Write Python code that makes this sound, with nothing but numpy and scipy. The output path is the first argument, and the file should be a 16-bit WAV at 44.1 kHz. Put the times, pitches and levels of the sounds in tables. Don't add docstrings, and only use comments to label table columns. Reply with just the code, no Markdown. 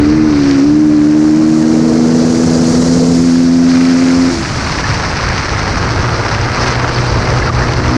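import sys
import numpy as np
from scipy import signal
from scipy.fft import rfft, irfft
from scipy.io import wavfile
from scipy.ndimage import uniform_filter1d, minimum_filter1d

SR = 44100
rng = np.random.default_rng(int(sys.argv[2]) if len(sys.argv) > 2 else 0)


def waveform_to_disk(signal):
    frames = np.transpose(np.atleast_2d(signal))
    scaled = np.clip(frames, -1, 1) * 32767
    samples = np.round(scaled).astype(np.int16)
    wavfile.write(sys.argv[1], SR, samples)


N = 351477
TIME = np.arange(N) / SR
HZ = np.fft.rfftfreq(N, 1 / SR)


def amp(db):
    return 10 ** (np.asarray(db) / 20)


def evened(x):
    return x / np.sqrt(np.mean(x ** 2) + 1e-20)


def curves(rows):
    s, *columns = np.transpose(rows)
    return [np.interp(TIME, s, c) for c in columns]


def level_at(colour, hz):
    f, db = np.transpose(colour)
    return np.interp(np.log(hz + 1), np.log(f), db)


def coloured(x, colour):
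    rolloff = 1 / (1 + (HZ / colour[-1][0]) ** 8)
    return evened(irfft(rfft(x) * amp(level_at(colour, HZ)) * rolloff, N))


def noise():
    return rng.standard_normal(N)


def wander(rate_hz):
    coarse = TIME[::16]
    hz = np.fft.rfftfreq(2 ** 15, coarse[1])
    drift = irfft(rfft(rng.standard_normal(2 ** 15)) / (1 + (hz / rate_hz) ** 4))
    return evened(np.interp(TIME, coarse, drift[:len(coarse)]))


def flutter(centre_hz, width_hz):
    return evened(irfft(rfft(noise()) * np.exp(-.5 * ((HZ - centre_hz) / width_hz) ** 2), N))


def grains(per_s, spread_db):
    size = amp(spread_db * np.minimum(rng.exponential(1, N), 4))
    return evened(size * rng.choice([-1, 1], N) * (rng.random(N) < per_s / SR))


def patches(x, rate_hz, depth_db, count=11):
    centres = np.geomspace(300, 9000, count)
    spectrum = rfft(x)
    bands = (irfft(spectrum * np.interp(HZ, centres, row), N) for row in np.eye(count))
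    return evened(sum(band * amp(depth_db * wander(rate_hz)) for band in bands))


def add(mix, start_s, sound):
    part = mix[round(start_s * SR):][:len(sound)]
    part += sound[:len(part)]


# time in seconds, firings per second.
REVS = [(0, 72), (.16, 77.8), (.26, 77.3), (.42, 70.4), (.6, 68.5), (.68, 74), (.82, 76.3), (1.02, 74.8),
        (1.45, 78), (2.06, 80.2), (2.4, 82.2), (2.7, 82), (2.95, 84.2), (3.38, 84.8), (4.3, 87), (4.42, 81),
        (4.7, 66.8), (5.0, 55), (5.5, 52), (6.0, 60.4), (6.25, 56.4), (6.55, 60.3), (7.3, 61.4), (7.78, 60),
        (7.97, 63.5)]
# time in seconds, strength of the intake boom in dB.
THROTTLE = [(0, 0), (.57, -1), (.72, 2.5), (1.6, 1), (2.06, 0.5), (2.4, -3.5), (3.0, -2.5), (3.65, 1.5),
            (4.28, -2.5), (4.32, -6.5), (4.39, -16.5), (4.46, -16), (5.0, -33.5), (7.75, -25.5), (7.97, -5)]
# time in seconds, exhaust level in dB, rasp level in dB.
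LOAD = [(0, 2.5, -48), (.25, 0.5, -42), (.6, -3.5, -40), (.8, -1.5, -31), (1.4, 0.5, -29), (2, 0.5, -31.5),
        (2.8, 1, -43), (3.4, -1, -28.5), (4.3, 4.5, -34.5), (4.5, -24, -51), (5.8, -2.5, -47),
        (6.4, -1.5, -33.5), (7.2, 2, -39), (7.97, 1.5, -39)]
# frequency in Hz, level in dB of a harmonic that lands there.
EXHAUST = [(60, -25.5), (85, -34), (112, -27), (121, -22), (135, -27), (180, -41.5), (245, -35),
           (360, -33.5), (440, -33), (510, -35), (600, -37.5), (690, -39), (820, -48.5), (1200, -51.5),
           (2000, -57.5)]
AIRBOX_OPEN = [(140, -25.5), (158, -21.5), (170, -17), (205, -30), (220, -20), (231, -15.5), (242, -8.5),
               (260, -7), (300, -8.5), (313, -8), (324, -16.5), (342, -21.5), (385, -28), (430, -35.5)]
AIRBOX_SHUT = [(140, -18), (200, -23), (255, -9), (305, -13), (340, -6), (400, -33)]
# pitch in Hz, width in Hz, share of the lift.
HOLLOW_NOTES = [(169.6, 11, 0.62), (482, 33, 1)]


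def engine(shut_db=-3, shut_range_db=3, fifth_boost_db=4):
    (firing_hz,), (throttle_db,) = curves(REVS), curves(THROTTLE)
    (exhaust_db, rasp_db), (_, hollow_db) = curves(LOAD), curves(HOWL)
    shut = np.clip((shut_db - throttle_db) / shut_range_db, 0, 1)
    firings = np.cumsum(firing_hz * (1 + (0.00506 + 0.01087 * shut) * wander(24.2))) / SR
    strength = amp((-0.1 + 2.4 * shut) * wander(40))
    lift_db = .55 * np.maximum(hollow_db + 35, 0)
    harmonics = np.zeros(N)
    for k in range(1, 25):
        hz = k * firing_hz
        crank_db = 2.2 * (-1) ** k
        on_note = sum(share * np.exp(-((hz - note) / width) ** 2) for note, width, share in HOLLOW_NOTES)
        gain = amp(level_at(EXHAUST, hz) + exhaust_db + crank_db + 2.0 * wander(21))
        phase = rng.random()
        if 2 <= k <= 5:
            open_db = level_at(AIRBOX_OPEN, hz) + (fifth_boost_db if k == 5 else 0)
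            box_db = open_db + shut * (level_at(AIRBOX_SHUT, hz) - open_db)
            boom = amp(box_db + throttle_db + 0.55 * wander(25))
            gain = np.hypot(gain, boom)
            phase = 0
        harmonics += gain * amp(lift_db * on_note) * np.cos(2 * np.pi * (k * firings + phase))
    puffs = noise() * np.exp(-(firings % 1) / 0.23)
    rasp_colour = [(300, -4), (700, -8), (1400, -7.5), (2200, -10.5), (3300, -19.5),
                   (5000, -18), (9000, -41)]
    burble_colour = [(30, -17), (55, -4), (85, 1), (120, -5.5), (180, -18)]
    rasp = amp(rasp_db) * coloured(puffs, rasp_colour)
    burble = shut * amp(exhaust_db - 24.5) * coloured(puffs, burble_colour)
    return strength * (np.sqrt(2) * harmonics + rasp + burble)


# time in seconds, level in dB.
BUFFET = [(0, -20), (.55, -26), (.9, -31), (1.7, -35), (2.3, -30), (2.8, -23.5), (3.2, -27), (3.85, -32.5),
          (4.4, -22), (4.9, -21.5), (5.8, -19.5), (6.8, -23.5), (7.4, -18), (7.97, -22)]
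FIZZ = [(0, -50), (.27, -53), (.5, -48), (.75, -48), (1.7, -40), (2.0, -40), (2.75, -34), (3.17, -35.5),
        (3.5, -42), (4.35, -38.5), (5.3, -51.5), (7.97, -51)]
# time in seconds, howl in dB, hollow note in dB.
HOWL = [(0, -32, -28), (.6, -23.5, -32), (.9, -26.5, -46), (1.35, -21.5, -50), (1.801, -17, -19.5),
        (2.4, -17, -23.5), (3.05, -17, -18), (3.3, -25, -33), (3.7, -23, -46), (4.2, -21.5, -46),
        (4.6, -27.5, -45), (7.97, -45, -45)]
# frequency in Hz, level in dB.
BUFFET_COLOUR = [(10, -17.5), (25, -6), (45, -3), (70, 0.5), (105, 1.5), (150, -2), (220, -9.5), (350, -14),
                 (600, -34), (1200, -52)]
HOWL_COLOUR = [(40, -37), (90, -6.5), (150, 1.5), (250, 1), (350, -1), (450, -10), (560, -8), (700, -10),
               (900, -15), (1500, -37), (3000, -57)]
HOLLOW_COLOUR = [(250, -33), (380, -15), (440, 4), (485, -1), (530, -11), (620, -19.5), (900, -40)]
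FIZZ_COLOUR = [(3000, -23), (5500, 3), (6800, 4), (8000, -4), (9000, -9.5), (10500, -15.5), (12000, -27),
               (14000, -30), (15000, -40)]


def wind():
    (buffet_db,), (howl_db, hollow_db), (fizz_db,) = map(curves, (BUFFET, HOWL, FIZZ))
    buffet = amp(buffet_db + 2.0 + 0.51 * wander(7.2)) * coloured(noise(), BUFFET_COLOUR)
    howl = amp(howl_db + wander(25)) * coloured(noise(), HOWL_COLOUR)
    hollow = amp(hollow_db) * coloured(noise(), HOLLOW_COLOUR)
    fizz = amp(fizz_db + 6.5 + 1.1 * wander(40)) * coloured(noise(), FIZZ_COLOUR)
    return buffet + howl + hollow + fizz


# time in seconds, roar in dB, hiss of snow spray in dB.
TYRE_LEVELS = [(0.0, -24.5, -32), (0.24, -25.5, -33), (0.44, -25.5, -28), (0.86, -30, -37),
               (2.73, -26.5, -27.5), (3.6, -31, -29.5), (3.73, -25.5, -27), (4.37, -23.5, -27),
               (4.71, -20, -26), (6.55, -18.5, -29), (6.64, -17, -23), (6.86, -18.5, -31),
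               (6.92, -18.5, -27.5), (7.84, -19.5, -30.5), (7.88, -17.5, -27), (7.97, -21, -29)]
# middle in seconds, length in seconds, change in dB.
RUTS = [(0.505, 0.035, 1.5), (0.613, 0.054, 1.5), (3.705, 0.027, 1.5), (4.94, 0.019, 3), (5.282, .025, 1),
        (6.679, 0.027, 1), (6.955, .08, 0.5), (7.376, 0.016, 1.5), (7.513, 0.027, -8), (7.624, .05, 2.5)]


def tyre_levels(roar_trim_db=-0.69, hiss_trim_db=0.87):
    roar_db, hiss_db = curves(TYRE_LEVELS)
    rut_db = sum(db * np.exp(-(2 * (TIME - s) / length) ** 4) for s, length, db in RUTS)
    return roar_db + rut_db + roar_trim_db, hiss_db + rut_db + hiss_trim_db


# frequency in Hz, level in dB.
ROAR_COLOUR = [(80, -25), (250, -2), (500, -4.5), (800, -1.5), (1250, 1), (1700, -2.5), (2200, -7),
               (2800, -12), (3500, -20), (5000, -19), (8000, -56)]
SPRAY_COLOUR = [(1500, -23), (2800, -10.5), (3600, -8), (4300, 0), (5000, 0), (6000, -1.5), (7000, -18),
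                (8500, -18.5), (11000, -42)]


def tyre_rush():
    roar_db, hiss_db = tyre_levels()
    ragged = np.clip((roar_db + 35.5) / 16, .15, 1)
    gust_db = ragged * (0.8 * flutter(14.5, 6.1) + 0.68 * wander(60) + 1.9 * wander(350))
    crackle = ragged * grains(per_s=1200, spread_db=4.5)
    air = patches((noise() + 0.72 * crackle) * amp(gust_db), rate_hz=50, depth_db=1.5)
    spray = patches((noise() + 0.28 * crackle) * amp(1.03 * gust_db), rate_hz=29, depth_db=1.35)
    weight = np.clip((roar_db + 29) / 8, 0, 1)
    body_colour = [(100, -18), (300, 0.5), (600, -2.5), (900, -1), (1300, -9), (2200, -38)]
    body = amp(roar_db - 5.5) * weight * coloured(noise(), body_colour)
    roar = amp(roar_db - .5) * coloured(air, ROAR_COLOUR)
    hiss = amp(hiss_db - .5) * coloured(spray, SPRAY_COLOUR)
    return body + roar + hiss


# time in seconds, level in dB.
SCRAPE = [(0, -33), (.3, -38), (.45, -28), (.62, -34), (.69, -54), (3.6, -38), (3.72, -27), (4.4, -29),
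          (5.4, -24), (6.0, -37), (6.7, -27), (7.0, -35.5), (7.97, -49)]
# frequency in Hz, level in dB.
SCRAPE_COLOUR = [(900, -24.5), (1400, 1.5), (1800, 0), (2400, -1), (3200, -15.5), (4500, -24), (8000, -47)]


def stud_scrape():
    level_db, = curves(SCRAPE)
    return amp(level_db) * coloured(0.36 * noise() + grains(per_s=800, spread_db=4.5), SCRAPE_COLOUR)


def ring(pitch_hz, decay_s):
    t = np.arange(4096) / SR
    return t / decay_s * np.exp(1 - t / decay_s) * np.sin(2 * np.pi * (pitch_hz * t + rng.random()))


# start in seconds, pitch in Hz, level in dB.
CLANKS = [(4.84, 1760, -11.5), (5.316, 1660, -14.5), (6.622, 5130, -18), (6.841, 1362, -10.5),
          (6.945, 5100, -18), (6.96, 4520, -18), (7.425, 1710, -12.5), (7.475, 1350, -11),
          (7.497, 1190, -9), (7.618, 1769, -13.5)]


def chain_clatter(count=16, rattle_db=-10):
    roar_db, _ = tyre_levels()
    pitches = np.geomspace(950, 2200, count) * rng.uniform(0.93, 1.03, count)
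    rattle = sum(signal.oaconvolve(grains(per_s=17, spread_db=2.5), ring(hz, 0.0019))[:N]
                 for hz in pitches)
    out = amp(roar_db + rattle_db) * evened(rattle)
    for s, hz, db in CLANKS:
        add(out, s, amp(db) * ring(hz, decay_s=0.0026))
    return out


# start in seconds, level in dB.
CHIPS = [(0.3246, -12), (0.4314, -15), (0.5103, -7), (3.8504, -11), (4.0435, -16), (4.0835, -6.5),
         (5.287, -7), (5.378, -6.5), (7.3836, -12), (7.734, -11.5), (7.879, -6.5)]
# frequency in Hz, level in dB.
CHIP_COLOUR = [(300, -26), (1200, -25), (2000, 10), (3400, 1.5), (5000, 5), (6500, -3), (9000, -20),
               (14000, -49)]


def ice_chips(decay_s=0.0018, trim_db=-3):
    out = np.zeros(N)
    t = np.arange(1024) / SR
    colour = amp(level_at(CHIP_COLOUR, np.fft.rfftfreq(len(t), 1 / SR)))
    for s, db in CHIPS:
        burst = rng.standard_normal(len(t)) * t * np.exp(-t / decay_s)
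        tick = irfft(rfft(burst) * colour)
        add(out, s, amp(db + trim_db) * tick / abs(tick).max())
    return out


# start in seconds, level in dB.
THUMPS = [(4.891, -10), (5.235, -9.5), (5.96, -8.5)]


def gust_thumps(rise_s=0.022):
    out = np.zeros(N)
    t = np.arange(8192) / SR
    colour = [(30, -18), (70, -4), (95, 0), (130, -2), (220, -37)]
    for s, db in THUMPS:
        gust = coloured(noise(), colour)[:len(t)] * t * np.exp(-t / rise_s)
        add(out, s, amp(db) * gust / abs(gust).max())
    return out


def scene():
    return (engine() + wind() + gust_thumps() + tyre_rush() + stud_scrape()
            + chain_clatter() + ice_chips())[None]


def record(dry, ceiling=0.89, top_hz=15000):
    needed_gain = np.minimum(1, ceiling / (abs(dry) + 1e-9))
    gain = uniform_filter1d(minimum_filter1d(needed_gain, size=180), size=180)
    gain *= np.minimum((TIME[-1] - TIME) / .004, 1)
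    lowpass = signal.firwin(511, top_hz, window=("kaiser", 9), fs=SR)
    return signal.oaconvolve(dry * gain, lowpass[None], "same")


dry = scene()
out = record(dry)
waveform_to_disk(out)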